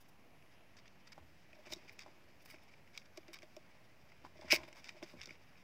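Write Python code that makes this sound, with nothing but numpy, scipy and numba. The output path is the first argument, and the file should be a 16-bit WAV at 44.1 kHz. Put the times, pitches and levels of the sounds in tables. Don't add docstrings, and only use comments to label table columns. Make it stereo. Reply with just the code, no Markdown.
import sys
import numpy as np
from scipy import signal
from scipy.io import wavfile
from scipy.ndimage import uniform_filter1d
from numba import njit

SR = 44100
rng = np.random.default_rng(int(sys.argv[2]) if len(sys.argv) > 2 else 0)


def volts(x):
    e = np.asarray(x, float) / 20
    return 10 ** e


def file_out(sig):
    cols = np.atleast_2d(sig).T
    lim = np.clip(cols, -1, 1)
    pcm = np.round(lim * 32767).astype(np.int16)
    wavfile.write(sys.argv[1], SR, pcm)


N = 248283


def level(x, db):
    return x * volts(db) / np.sqrt(np.mean(x ** 2))


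def curve(rows):
    s, *columns = np.transpose(rows)
    return [np.interp(np.arange(N) / SR, s, column) for column in columns]


@njit
def svf(x, hz, width):
    y, band, low = np.empty(len(x)), 0., 0.
    g, k = np.tan(np.pi * hz / SR), width / hz
    for i in range(len(x)):
        v = (band + g * (x[i] - low)) / (1 + g * (g + k))
        band, low, y[i] = 2 * v - band, low + 2 * g * v, k * v
    return y


def ring(x, modes, wide=None):
    def body(v):
        out = 0
        for k, (hz, width, db) in enumerate(modes):
            mode = svf(v, 1. * hz, 1. * width)
            if wide:
                mode = svf(mode, 1. * hz, wide * width)
            out = out + (-1) ** k * volts(db) * mode
        return out
    tick = np.zeros(8192)
    tick[0] = 1
    return body(x) / np.sqrt(np.sum(body(tick) ** 2))


def walk(rate_hz):
    hold = int(SR / rate_hz)
    steps = np.repeat(rng.standard_normal(N // hold + 1), hold)
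    return 1.488 * uniform_filter1d(uniform_filter1d(steps, hold), hold)[:N]


def bursts(times, dbs, t60s, rise):
    out, t = np.zeros(N + 4096), np.arange(4096) / SR
    for s, db, t60 in np.broadcast(times, dbs, t60s):
        start = int(s * SR)
        out[start:start + 4096] += volts(db - 60 * t / t60) * np.minimum(t / rise + 0.248, 1)
    return out[:N]


def strokes(times, lengths, dbs, sharp):
    out = np.zeros(N)
    for s, length, db in zip(times, lengths, dbs):
        n = int(1.445 * length * SR)
        start = max(int((s + length / 2) * SR) - n // 2, 0)
        out[start:start + n] += volts(db) * np.hanning(n) ** sharp
    return out


def clicks(times, dbs):
    out = np.zeros(N)
    np.add.at(out, (np.asarray(times) * SR).astype(int), volts(np.asarray(dbs)))
    return out


def grit(share, spread_db):
    size = volts(spread_db * rng.exponential(size=N))
    return level(rng.standard_normal(N) * size * (rng.random(N) < share), 0)


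def even(x, span_s):
    return x / np.sqrt(uniform_filter1d(x ** 2, int(span_s * SR)) + 1e-9)


def shavings(drive):
    # (centre [Hz], width [Hz], level [dB])
    dull_modes = [(1515, 1240, 0)]
    body_modes = [(2280, 420, 6.5), (2900, 800, -9.5)]
    mid_modes = [(3736.6, 480, 0)]
    crisp_modes = [(5054.4, 970, 5.5), (6003, 2940, -8.0), (8100, 900, -19.5), (4560, 654, 0.5)]
    air_modes = [(9470, 3700, -5.5), (11796, 2680, -5.5), (14650, 2800, 0.5)]
    # (dull [dB], body [dB], mid [dB], crisp [dB], air [dB])
    left_dbs = [-9, -19, -8.5, -12.5, -28.5]
    groups = (dull_modes, body_modes, mid_modes, crisp_modes, air_modes)
    parts = [ring(d, modes, wide=1.835) for d, modes in zip(drive, groups)]
    parts[0] = -parts[0]
    left = sum(volts(db) * part for db, part in zip(left_dbs, parts))
    return np.array([far_port(left, t60=0.0287), sum(parts)])


def far_port(x, t60):
    lag_s, places_per_s, direct = .00036, 5.0, 0.4
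    t = np.arange(2048) / SR
    chance = rng.standard_normal(2048)
    turn = 2 * np.pi * places_per_s * np.arange(N) / SR
    out = direct * np.roll(x, int(lag_s * SR))
    for share, scatter in ((np.cos(turn), chance), (np.sin(turn), chance[::-1])):
        path = scatter * volts(-60 * t / t60) * (t > lag_s)
        out = out + signal.fftconvolve(share * x, path / np.sqrt(np.sum(path ** 2)))[:N]
    return out


def snaps():
    t60_s = 0.0149
    s, body_db, mid_db, crisp_db, air_db = np.transpose(breaks())
    crack = np.tanh(1.051 * rng.standard_normal(N))
    dbs = (body_db - 7.0, body_db + 3.5, mid_db + 3.0, crisp_db + 3.5, air_db + 3.5)
    single = [crack * bursts(s, db, share * t60_s, rise=.0007)
              for db, share in zip(dbs, (.9, 1.1, 1.05, .95, .8))]
    return np.add(single, flicks(crack))


def breaks():
    # (time [s], level [dB], thinness [dB], fineness [dB])
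    thin_rows = [(0.878, -47.5, -6.5, -22), (1.7339, -44, 7, -17.5), (1.9911, -38.5, 1.5, -20),
                 (2.5428, -43, -10, -17.5), (2.9752, -39, 4, -21.5), (3.1737, -39.5, 2, -13.5),
                 (3.2806, -46.5, -0.5, -19.5), (3.3318, -39.5, -4, -5.5), (3.3422, -41.5, -2, -8),
                 (3.387, -45, -3, -11.5), (3.4203, -44.5, -4.5, -19.5), (3.4284, -49, 3.5, -17),
                 (3.5651, -45.5, 2.5, -14.5), (4.4116, -47, 1.5, -20.5), (4.4837, -42.5, -8, -22),
                 (4.5213, -18, -3, -8), (4.7276, -42, -3.5, -24.5), (4.8421, -40, -2.5, -25.5),
                 (4.8558, -45, -6, -18.5), (4.8907, -42, 0, -16), (5.2571, -50.5, 13.5, -15),
                 (5.2714, -49, 4, -23), (5.3067, -41, -7, -19)]
    # (time [s], level [dB])
    tick_rows = [(0.0601, -59.5), (0.4239, -52.5), (0.856, -49), (1.5299, -43), (1.545, -59.5),
                 (2.4591, -45), (2.558, -48), (2.583, -49.5), (2.7374, -46), (2.8753, -49), (2.9508, -47.5),
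                 (3.0177, -53), (3.2299, -54), (4.118, -46.5), (5.0266, -38), (5.21, -37), (5.291, -37.5),
                 (5.353, -46), (5.5544, -51.5)]
    # (time [s], level [dB])
    split_rows = [
        (0.878, -54.5),
        (1.7225, -37),
        (1.7339, -36),
        (2.975, -38),
        (4.5153, -26),
        (4.653, -59.5),
        (4.8425, -44.5),
        (4.891, -48),
        (5.0264, -43),
        (5.2335, -42.5),
    ]
    rows = []
    for s, db, thin_db, fine_db in thin_rows + [(s, db, -16, -12.5) for s, db in tick_rows]:
        crisp_db = db + thin_db
        rows.append((s, db, crisp_db - 11, crisp_db, crisp_db + fine_db))
    return rows + [(s, db - 12.5, db, db - 12.5, db - 21.5) for s, db in split_rows]


def flicks(crack):
    # (time [s], level [dB], thinness [dB], fineness [dB])
    catch_rows = [(4.503, -27.0, -11.5, -21.5), (4.5069, -21.5, -8.5, -18.5), (4.509, -22.0, -4.5, -19.0),
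                  (4.5137, -24.5, 4.0, -19.0), (4.5165, -18.5, -1.5, -20.5), (4.5232, -12.0, -2.0, -14.0),
                  (4.529, -15.0, -17.0, -6.5), (4.5345, -19.5, -3.0, -12.0), (4.5371, -21.0, -6.0, -9.5),
                  (4.5414, -25.0, -2.0, -7.5), (4.544, -24.0, 3.5, -14.5), (4.5494, -33.5, 3.5, -13.0),
                  (4.553, -24.5, -2.5, -19.5), (4.5609, -26.5, 2.0, -16.0), (4.5674, -39.0, -1.0, -17.0),
                  (4.5705, -37.5, -2.0, -21.0), (4.5742, -37.5, -7.0, -17.5), (4.5214, -16, -8, -14),
                  (4.5563, -30, 2, -14), (4.5585, -27, -3, -14), (4.5632, -29, -2, -14)]
    # (time [s], level [dB], thinness [dB], fineness [dB])
    flick_rows = [(1.6567, -47.0, -7.5, -17.5), (1.6628, -44.5, -2.0, -24.5), (1.6689, -48.0, -6.0, -20.0),
                  (1.6734, -46.5, -7.0, -17.5), (1.6774, -48.0, -6.5, -18.5), (1.6824, -54.5, -3.0, -16.0),
                  (1.706, -51.0, -4.5, -12.5), (1.709, -58.0, 2.0, -17.0), (1.7128, -55.0, -1.0, -8.5),
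                  (1.7155, -53.0, 5.0, -16.0), (1.7199, -47.5, 1.5, -9.5), (1.7225, -43.5, 10.0, -17.0),
                  (1.7258, -40.5, 2.0, -13.5), (1.7304, -38.0, -1.5, -9.0), (1.735, -40.0, 10.0, -19.0),
                  (1.7424, -56.0, 5.5, -15.0), (1.748, -55.0, 4.5, -18.0), (1.7503, -60.5, 6.5, -10.0),
                  (1.7525, -61.5, 2.5, -11.5), (4.6337, -42.0, -9.0, -24.5), (4.6376, -42.0, -8.0, -25.5),
                  (5.2097, -42.0, -16.5, -14.5), (5.215, -34.0, -1.0, -41.5), (5.2208, -45.0, -4.5, -29.0),
                  (5.2235, -45.0, 0.0, -30.5), (5.2307, -42.5, 1.5, -30.5), (5.2353, -44.5, 2.0, -16.0),
                  (5.2409, -52.0, 2.0, -30.5), (2.0051, -56.5, 14.5, -23.0), (2.01, -48.5, 1.0, -19.0),
                  (2.021, -51.0, 0.5, -18.5), (1.8796, -51.0, -8.0, -8.5), (1.8834, -47.0, -8.0, -13.5),
                  (1.8891, -53.0, 2.0, -19.0), (1.8941, -42.0, -4.5, -25.5), (0.7685, -53, -1, -25),
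                  (0.786, -54, 1, -25), (1.0745, -56, 4, -25), (1.8945, -46, -2, -22),
                  (1.9915, -45, 2, -16), (2.9762, -36, 1, -20), (4.7282, -47, -5, -25),
                  (4.8912, -35, -9, -20), (5.2152, -38, -2, -35)]
    # (time [s], level [dB])
    clack_rows = [(0.768, -56), (0.8575, -50), (1.122, -48), (1.126, -50), (2.459, -52), (2.976, -47),
                  (3.058, -58), (3.174, -46), (3.281, -53), (3.333, -49), (3.421, -55), (3.429, -54),
                  (3.566, -52), (4.249, -46), (4.263, -52), (4.787, -52), (4.891, -46), (5.027, -43),
                  (5.208, -53)]
    # (dull [dB], body [dB], mid [dB], crisp [dB], air [dB])
    gain_dbs = (-3.5, 12.0, 1.5, 10.0, 11.0)
    tail_db, tail_t60_s, clack_gain_db = -12.0, 0.006, 13.5
    s, db, thin_db, fine_db = np.transpose(catch_rows + flick_rows)
    crisp_db = db + thin_db
    out = []
    for group_db, gain_db in zip((db, db, crisp_db, crisp_db, crisp_db + fine_db), gain_dbs):
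        push_db = group_db + gain_db
        tail = crack * bursts(s, push_db + tail_db, tail_t60_s, rise=.0004)
        out.append(clicks(s, push_db) + tail)
    s, db = np.transpose(clack_rows)
    out[0] = out[0] + clicks(s, db + clack_gain_db)
    return out


def rustle():
    # (time [s], effort [dB])
    stir_rows = [(0.0, -80.5), (0.69, -86), (1.35, -75.5), (1.86, -66.5), (2.04, -67), (2.19, -77),
                 (2.43, -72.5), (2.59, -68.5), (2.98, -85.5), (3.31, -74), (4.09, -77), (4.33, -73),
                 (4.45, -62), (4.59, -57.5), (4.67, -67.5), (5.08, -64.5), (5.36, -75), (5.63, -68.5)]
    # (time [s], level [dB], speed [0-1])
    scrape_rows = [
        (4.497, -61, .2),
        (4.503, -32, .1),
        (4.508, -26.5, .4),
        (4.519, -23, 0.44),
        (4.529, -24.5, 0.74),
        (4.546, -31.5, 0.84),
        (4.563, -33, 0.72),
        (4.569, -45.5, 0.5),
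        (4.62, -62.5, 0.08),
    ]
    body_db, = curve(stir_rows)
    crisp_db = -75 + 0.717 * (body_db + 72)
    patch = even(volts(3.08 * walk(60)) * grit(share=.3, spread_db=2.0), 0.106)

    s, length, scratch_body_db, scratch_crisp_db, scratch_air_db = np.transpose(scratches())
    catch = even(volts(3.0 * walk(280)) * grit(share=.4, spread_db=2.2), 0.0112)

    db, speed = curve(scrape_rows)
    hard_crisp_db = -9 + 9 * speed
    hard_air_db = -29.5 + 25.5 * speed
    moving = (db > db[0]) * (db != db[-1])
    drag = volts(db - 3.5) * moving * even(volts(2.6 * walk(400)) * grit(share=0.79, spread_db=2.5), .008)

    soft = (body_db - 8, body_db + 1.5, crisp_db - 5, crisp_db + 1.5, crisp_db - 18)
    scratch = (scratch_body_db - 4, scratch_body_db, scratch_crisp_db - 7.5, scratch_crisp_db, scratch_air_db)
    hard = (-19, 0, hard_crisp_db - 9.0, hard_crisp_db, hard_air_db)
    return [volts(soft_db) * patch + strokes(s, length, scratch_db - 2.5, sharp=0.38) * catch + volts(hard_db) * drag
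            for soft_db, scratch_db, hard_db in zip(soft, scratch, hard)]


def scratches():
    # (time [s], length [s], level [dB], thinness [dB])
    scratch_rows = [(0.768, 0.00574, -54, 0.48), (0.777, 0.023, -58, -.4), (0.856, 0.0169, -58.5, -7.5),
                    (1.071, 0.0097, -58, 3.5), (1.12, 0.01254, -50, -1), (1.656, 0.0269, -52.5, -6.5),
                    (1.695, 0.0336, -56.5, 1), (1.719, 0.0196, -50, 2), (1.744, 0.034, -75.5, 18.5),
                    (1.879, 0.0217, -58.5, -3.5), (2.0, 0.036, -54.5, 0.5), (2.481, 0.066, -57, -8),
                    (2.5, 0.0156, -60, -7.5), (2.938, 0.0372, -55, -3), (2.982, 0.0228, -68, 9),
                    (3.053, 0.0102, -63, 2.5), (3.274, 0.043, -61, -10.5), (3.332, 0.0138, -51, 1),
                    (3.342, 0.0312, -51.5, -4), (3.425, 0.0184, -58, -6), (4.48, 0.026, -48, -7.5),
                    (4.632, 0.00904, -49, -7.5), (4.678, 0.0128, -52, -8.5), (4.755, 0.0472, -55, -4),
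                    (4.851, 0.0554, -53.5, -0.5), (4.8905, 0.0035, -39, -15), (5.03, 0.0141, -53.5, 3.5),
                    (5.188, 0.0169, -52, -8.5), (5.213, 0.0321, -54, -0.5), (5.283, 0.0467, -58.5, -3.5)]
    # (time [s], length [s], level [dB])
    slide_rows = [(0.511, 0.041, -65), (1.056, 0.048, -67), (1.583, 0.023, -67.5), (1.833, 0.033, -67.5),
                  (2.711, 0.034, -62.5), (3.01, 0.0214, -64.5), (3.153, 0.0406, -62.5),
                  (3.503, 0.128, -70.5), (4.085, 0.0177, -63), (4.113, 0.022, -67.5), (4.24, 0.027, -61.5),
                  (4.405, 0.0305, -60), (4.448, 0.0236, -58.5), (5.06, 0.0756, -59.5),
                  (5.25, 0.0356, -63.5), (5.329, 0.036, -63)]
    # (time [s], length [s], level [dB])
    dust_rows = [(0, 0.0211, -63.5), (0.084, 0.0152, -65), (1.12, 0.0124, -75), (1.695, 0.033, -71.5),
                 (1.719, 0.0217, -57), (1.922, 0.0165, -65), (2.421, 0.0093, -63), (2.451, 0.015, -57),
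                 (2.481, 0.057, -66), (2.497, 0.0155, -62), (2.628, 0.0133, -70), (3.331, 0.0157, -61),
                 (4.677, 0.0125, -68), (4.755, 0.049, -72), (5.029, 0.013, -70), (5.061, 0.073, -74.5)]
    coarse = scratch_rows + [(*row, -3) for row in slide_rows]
    rows = [(s, length, db, db + thin_db, db + thin_db - 22.5) for s, length, db, thin_db in coarse]
    return rows + [(s, length, db - 11.5, db - 1.5, db) for s, length, db in dust_rows]


def tub():
    # (centre [Hz], width [Hz], level [dB])
    groups = [
        [(148, 27, 1.5), (200, 60, 3.5), (265.8, 63, 3), (509, 63.4, -1.5)],
        [(333.7, 46.5, 5), (385, 57.5, -1.5)],
        [(618, 57, 2.5), (745, 88, -12.5)],
        [(780, 190, 3), (1070.5, 174, 3), (1500, 300, -5.5)],
    ]
    # (deep [dB], low [dB], hollow [dB], upper [dB])
    left_dbs = [-4.5, -9.5, -11.5, -9]
    # (time [s], weight [dB])
    weight_rows = [(0.0, -78), (0.66, -82.5), (0.72, -72.5), (1.32, -74.5), (1.73, -57), (1.85, -64),
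                   (2.1, -64), (2.62, -76), (2.7, -73), (3.29, -63.5), (3.62, -70), (3.72, -57.5),
                   (4.0, -79.5), (4.34, -69), (4.59, -45.5), (4.74, -61), (5.1, -61), (5.5, -78.5)]
    gain_dbs, shuffle_dbs = (19.12, 19.44, 20.43, 15.67), (-12.0, -6.5, -5.5, -7)
    shelf_hz = 73.1
    s, *dbs, soft = np.transpose(knocks())
    boom_db, (weight_db,) = leans(), curve(weight_rows)
    shuffle = volts(weight_db) * even(volts(4.0 * walk(60)) * grit(share=.1, spread_db=2.5), .06)
    skid = volts(-30) * rng.standard_normal(N)
    out = 0
    for db, modes, gain_db, shuffle_db, left_db in zip(dbs, groups, gain_dbs, shuffle_dbs, left_dbs):
        hard_db, soft_db = db + gain_db + 20 * np.log10([1 - soft, soft])
        push = bursts(s, db + gain_db, 0.0647, rise=0.00084) * skid
        push -= bursts(s, hard_db - 18.5, 0.00296, rise=0.000263)
        wall = ring(push + volts(shuffle_db) * shuffle, modes)
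        wall -= ring(bursts(s, soft_db - 11.5, 0.0023, rise=0.000275), modes, wide=1.244)
        out = out + np.array([-volts(left_db) * np.roll(wall, 4), wall])
    hum = np.sin(2 * np.pi * np.cumsum(shelf_hz * (1 + 0.05 * walk(9))) / SR)
    rattle = even(ring(rng.standard_normal(N), [(121, 90, 0)], wide=2), .06)
    boom = volts(boom_db + 8.5 + 1.5 * walk(15)) * (hum + volts(-8.0) * rattle)
    return out + np.array([-volts(-9) * boom, boom])


def knocks():
    # (time [s], level [dB], low group shift [dB])
    pat_rows = [(1.531, -53, -7), (1.565, -52, -16), (1.588, -48, -16), (1.667, -43, -10),
                (1.706, -48, -10), (1.762, -56, 10.5), (2.078, -52.5, 0), (3.175, -41, -1),
                (3.283, -47.5, 1), (3.301, -70.5, 14), (3.43, -47.5, -3), (3.566, -44, -3),
                (4.355, -51.5, -4), (4.39, -48.5, -1), (4.444, -46.5, -10), (4.64, -65.5, 14.5),
                (4.945, -50.5, -0.5), (4.965, -51, -5.5), (5.02, -44.5, -6.5)]
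    # (time [s], level [dB], hollow group shift [dB])
    rap_rows = [(1.1785, -33.5, -10), (1.223, -51.5, -3), (2.062, -36, -9), (3.33, -44.5, -23.5),
                (4.249, -32.5, -20.5), (4.262, -38.5, -24.5), (4.42, -36.5, -7.5), (4.5285, -19.5, 1),
                (4.535, -30, 1.5), (4.571, -40, -3), (4.59, -43, -15), (4.603, -41, -15), (4.612, -45, -3),
                (4.43, -44, -6), (4.478, -43, -15), (4.767, -46, -12), (4.776, -47, -9), (4.79, -46, -12),
                (4.682, -48, -3), (5.136, -49, -5), (1.66, -48, -6), (2.458, -47, -6), (2.077, -46, -6),
                (5.021, -48, -6)]
    # (time [s], level [dB], deep group shift [dB])
    thud_rows = [(1.667, -59, 8.5), (1.724, -37.5, -13), (2.54, -44.5, -15), (4.242, -49, 0),
                 (4.444, -58, 17), (4.455, -52, 4), (4.5285, -25, -7.5), (4.68, -52.5, -14),
                 (5.027, -35.5, -5.5), (5.136, -50, 8.5), (5.148, -52, 5), (5.165, -55, 12.5),
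                 (5.185, -60.5, 10.5), (5.274, -52, 8), (5.307, -54, 8.5)]
    # rows, group shifted, (deep, low, hollow, upper) dB, softness 0-1
    kinds = ((pat_rows, 1, (-23, 0, 0, -8), 0.67),
             (rap_rows, 2, (-23.5, -19.5, 0, 0), 0.16),
             (thud_rows, 0, (0, -1.2, -0.64, 0.22), 0.18))
    out = []
    for rows, group, share_db, soft in kinds:
        for s, db, place_db in rows:
            group_db = db + np.array(share_db)
            group_db[group] += place_db
            out.append((s, *group_db, soft))
    return out


def leans():
    # (time [s], level [dB], time to rise or fall 20 dB [s])
    lean_rows = [(0.0, -79, 0.1), (1.22, -61.5, 0.08), (1.73, -61, 0.09), (2.05, -68, 0.01),
                 (2.52, -70, 0.33), (3.04, -78.5, .3), (3.36, -67.5, 0.01), (3.62, -72, 0.3),
                 (4.04, -67, 0.11), (4.2, -65, 0.26), (4.47, -65, 0.42), (4.59, -60, 0.11),
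                 (5.2, -60.5, 0.04), (5.31, -71.5, 0.27)]
    rest_db = -85.5
    s, db, span_s = np.transpose(lean_rows)[:, :, None]
    swell_db = db - 20 * np.abs(np.arange(N) / SR - s) / span_s
    return np.maximum(np.max(swell_db, axis=0), rest_db)


def room():
    # (frequency [Hz], density [dB per Hz])
    spectrum = [(26, -33), (45, 0), (53, -14), (85, -0.5), (201, -3), (429, -10), (619, -7), (1320, -16),
                (2160, -10.5), (2900, -15.5), (3440, -28.5), (5210, -22), (7910, -35), (13600, -28),
                (15700, -31)]
    out, swell = 0, walk(0.43)
    hz_at, db_at = np.transpose(spectrum)
    for hz in 15600 / 2 ** np.arange(0, 9.4, 1 / 4):
        mid, side = (svf(svf(rng.standard_normal(N), hz, hz / 3), hz, hz / 3) for _ in range(2))
        db = np.interp(np.log(hz), np.log(hz_at), db_at) + .4 * swell + 1.4 * walk(9)
        side_share = min(0.23 + hz / 646.0, 1)
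        out = out + volts(db) * (mid + side_share * side * np.array([[1], [-1]]))
    return level(out, -64)


def scene():
    return shavings(np.add(snaps(), rustle())) + tub() + room()


def top_cut(x):
    return signal.sosfilt(signal.butter(12, 16290, fs=SR, output="sos"), x)


def record(dry):
    top_hz, offset = 15700, .0008
    mix = signal.sosfilt(signal.butter(1, 22, "high", fs=SR, output="sos"), dry)
    mix = signal.sosfilt(signal.ellip(8, .2, 60, top_hz, fs=SR, output="sos"), mix)
    return top_cut(mix + offset)


dry = scene()
out = record(dry)
file_out(out)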